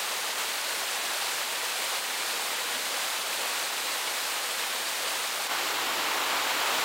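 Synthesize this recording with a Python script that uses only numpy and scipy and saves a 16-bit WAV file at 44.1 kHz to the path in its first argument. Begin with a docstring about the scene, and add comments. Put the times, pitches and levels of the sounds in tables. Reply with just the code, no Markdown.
"""A canal-side waterwheel, mono: its wooden buckets pour into a trough, heard close up.
Large bubbles gurgle, jets splash, fine spray hisses: noise, pitch-climbing sines and clicks in three bands.
The stream surges about twice a second, and gulps of air swell the gurgle.
At about 5.5 s we jump to the bank: wheel and weir make a fuller, duller rush of noise and bubbles
that slowly grows over a faint motor hum of three wavering sines."""
import sys
import numpy as np
from scipy import signal
from scipy.fft import rfft, irfft
from scipy.io import wavfile
from scipy.ndimage import uniform_filter1d

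SR = 44100
rng = np.random.default_rng(int(sys.argv[2]) if len(sys.argv) > 2 else 0)


def wav_record(signal):
    """Record a signal, one row per channel, as 16-bit PCM in the file named by sys.argv[1]."""
    frames = np.transpose(np.atleast_2d(signal))
    bounded = np.clip(frames, -1, 1)
    # unit amplitude maps onto the largest positive 16-bit level
    quanta = np.round(bounded * 32767).astype(np.int16)
    wavfile.write(sys.argv[1], SR, quanta)


N = 301644
TIME = np.arange(N) / SR  # seconds
FREQS = np.maximum(np.fft.rfftfreq(N, 1 / SR), 1)  # Hz, kept off zero for the logarithms
JUMP_S = 5.478
SPLASH_EDGE_HZ, SPRAY_EDGE_HZ = 700, 3000  # gurgle | splash | spray
CUTOFF_HZ = 15850
SURGE_WIDTH_S, GULP_WIDTH_S = 0.11, 0.028  # standard deviation of each bell-shaped swell

# Tone of the close pour, shaping the spectrum inside each band: f/Hz, level/dB
POUR_COLOUR = [(25, -50), (50, -35), (110, -21.5), (170, -21.5), (200, -15.5), (410, -7), (490, -2.5),
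               (720, -2.5), (800, -0.5), (4200, -2.5), (5600, -7.5), (9000, -7.5), (10400, -12),
               (15500, -14)]
# Steady pour into the trough, one row: gurgle level/dB, splash level/dB, spray level/dB
POUR_LEVELS = (-46, -35.5, -34)
# Surges of the stream, throwing up spray: t/s, swell/dB
SURGES = [(0.65, 0.5), (1.21, 1.5), (1.82, 1), (2.44, 0.8), (2.98, 1.1), (3.53, 1.3), (4.15, 1.1),
          (4.63, 0.5), (5.17, 1)]
# How much of a surge's dB swell each band takes, one row: gurgle, splash, spray (plain ratios)
SURGE_SHARES = (0.4, 0.66, 0.67)
# Gulps, where the jet drags down a pocket of air: t/s, swell/dB
GULPS = [(0.35, 1.5), (0.65, 1), (2.39, 2), (2.76, 4), (2.95, 2.2), (3.42, 4.5), (5.05, 3.5)]
# Tone of the rush from the bank, shaping the spectrum inside each band: f/Hz, level/dB
CANAL_COLOUR = [(25, -50), (70, -33), (100, -28), (170, -26), (290, -11), (400, -9.5), (700, -5.5),
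                (820, -2), (1200, -1.9), (1750, -5), (3900, -5), (6300, -12.5), (7200, -10.5), (9300, -16),
                (15500, -16.5)]
# The growing rush on the canal: t/s, gurgle level/dB, splash level/dB, spray level/dB
CANAL_LEVELS = [(5.5, -43.5, -32.1, -33.5), (5.95, -41, -32.5, -34.0), (6.03, -40.5, -31, -33.9),
                (6.4, -41.5, -30.5, -33.4), (6.84, -39.2, -30, -31.8)]
# Hum lines of the distant motor, rms before they waver: f/Hz, level/dB
MOTOR_LINES = [(64.6, -72), (129.2, -68.5), (188, -68)]


def from_db(db):
    """Decibels to gain."""
    return 10 ** (np.asarray(db) / 20)


def rms_one(x):
    """Scale to an rms of 1."""
    return x / np.sqrt(np.mean(x ** 2) + 1e-20)


def evened(x, span_s):
    """Ride the fader: hold the running rms over span_s at 1."""
    power = uniform_filter1d(x ** 2, int(span_s * SR))
    return x / np.sqrt(power + 1e-20)


def colour(points):
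    """Equaliser gain at every frequency, joined through the points on a log pitch scale."""
    hz, db = np.transpose(points)
    return from_db(np.interp(np.log(FREQS), np.log(hz), db))


def below(edge_hz, order):
    """Smooth low-pass gain at every frequency; a higher order cuts more steeply."""
    return .5 - .5 * np.tanh(order * np.log(FREQS / edge_hz))


def drift(rate_hz):
    """Slow random wander with a spread of 1: noise through a two-pole low-pass."""
    step = 40  # samples between wander points
    pole = np.exp(-2 * np.pi * rate_hz * step / SR)
    noise = rng.standard_normal(N // step + 2002)
    settled = signal.lfilter([1], [1, -2 * pole, pole * pole], noise)[2000:]
    return np.interp(np.arange(N) / step, np.arange(len(settled)), rms_one(settled))


def swells(rows, width_s):
    """A smooth rise and fall in dB around each event."""
    return sum(db * np.exp(-.5 * ((TIME - s) / width_s) ** 2) for s, db in rows)


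def impacts(per_s, size_db):
    """Drops strike the surface at random moments: sharp kicks of either sign, mostly small."""
    loudness_db = size_db * np.minimum(rng.exponential(1, N), 4)
    sizes = from_db(loudness_db) * rng.choice([-1, 1], N)
    struck = rng.random(N) < per_s / SR
    return rms_one(sizes * struck)


def bubble(hz, cycles, rise):
    """One bubble: a sine dying by 60 dB, its pitch climbing by the share `rise` as it nears the surface."""
    life_s = cycles / hz
    age = np.arange(int(life_s * SR) + 2) / SR
    turns = hz * age * (1 + .5 * rise * age / life_s)
    return np.sin(2 * np.pi * turns) * from_db(-60 * age / life_s)


def bubbles(per_s, cycles, rise, size_db, count=32):
    """A swarm of bubbles, even in power per Hz; the small, high ones are the most numerous."""
    pitches = np.geomspace(170, 14000, count)  # Hz
    shares = pitches / pitches.sum()
    kicks = impacts(per_s, size_db)
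    dealt = rng.choice(count, N, p=shares)  # which pitch a kick sets ringing
    out = np.zeros(N)
    for k, hz in enumerate(pitches):
        ringing = signal.oaconvolve(kicks * (dealt == k), bubble(hz, cycles, rise))[:N]
        out += np.sqrt(shares[k]) * rms_one(ringing)
    return rms_one(out)


def water(grains, points, levels, slosh_db, flutter_db, flutter_hz):
    """Gurgle, splash and spray slosh together, and each flutters faster on its own as the stream breaks up."""
    spectrum = rfft(grains) * colour(points)
    low = below(SPLASH_EDGE_HZ, order=5)
    not_high = below(SPRAY_EDGE_HZ, order=5)
    slosh = slosh_db * drift(13)  # shared by all three bands
    out = np.zeros(N)
    for band, level_db in zip([low, not_high - low, 1 - not_high], levels):
        flutter = flutter_db * drift(flutter_hz)  # each band's own
        shaken = irfft(spectrum * band, N) * from_db(slosh + flutter)
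        out += evened(shaken, span_s=0.52) * from_db(level_db)
    return out


def pour_levels():
    """Band levels in dB: steady flow, lifted by each surge; gulps lift only the gurgle."""
    surge = swells(SURGES, SURGE_WIDTH_S)
    gurgle, splash, spray = [db + share * surge for db, share in zip(POUR_LEVELS, SURGE_SHARES)]
    return gurgle + swells(GULPS, GULP_WIDTH_S), splash, spray


def pouring():
    """Close jets: bubbles and drop ticks stand out a little from a noise wash of countless tiny ones."""
    wash = from_db(1.2) * rng.standard_normal(N)
    plops = bubbles(per_s=24000, cycles=18.0, rise=0.073, size_db=2.5)
    ticks = from_db(-6.0) * impacts(per_s=3000, size_db=1.5)
    return water(wash + plops + ticks, POUR_COLOUR, pour_levels(),
                 slosh_db=0.39, flutter_db=0.3, flutter_hz=22)


def canal_levels():
    """Band levels in dB: the body of the rush grows first, the spray follows late."""
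    s, *columns = np.transpose(CANAL_LEVELS)
    return [np.interp(TIME, s, db) for db in columns]


def canal():
    """Wheel and weir from the bank: distance blends the bubbles into a smoother rush."""
    wash = from_db(2.0) * rng.standard_normal(N)
    plops = bubbles(per_s=30000, cycles=17, rise=0.088, size_db=2.0)
    return water(wash + plops, CANAL_COLOUR, canal_levels(),
                 slosh_db=0.18, flutter_db=-0.13, flutter_hz=25)


def motor():
    """A low hum whose lines waver in level and phase on their way through the open air."""
    hum = np.zeros(N)
    for hz, db in MOTOR_LINES:
        level = from_db(db + 2.2 * drift(4))
        phase = 2 * np.pi * hz * TIME + 0.4 * drift(3)
        hum += level * np.sin(phase)
    return np.sqrt(2) * hum  # rms to peak


def scene():
    """The close pour drops away as the bank fades in; both channels are alike."""
    near = np.clip((JUMP_S - TIME) / 0.015 + .5, 0, 1)
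    far = np.sqrt(np.clip((TIME - JUMP_S + 0.005) / 0.042, 0, 1))
    mono = near * pouring() + far * (canal() + motor())
    return np.array([mono, mono])


def record(dry):
    """A steep low-pass cuts the top."""
    return irfft(rfft(dry) * below(CUTOFF_HZ, order=200), N)


dry = scene()
out = record(dry)
wav_record(out)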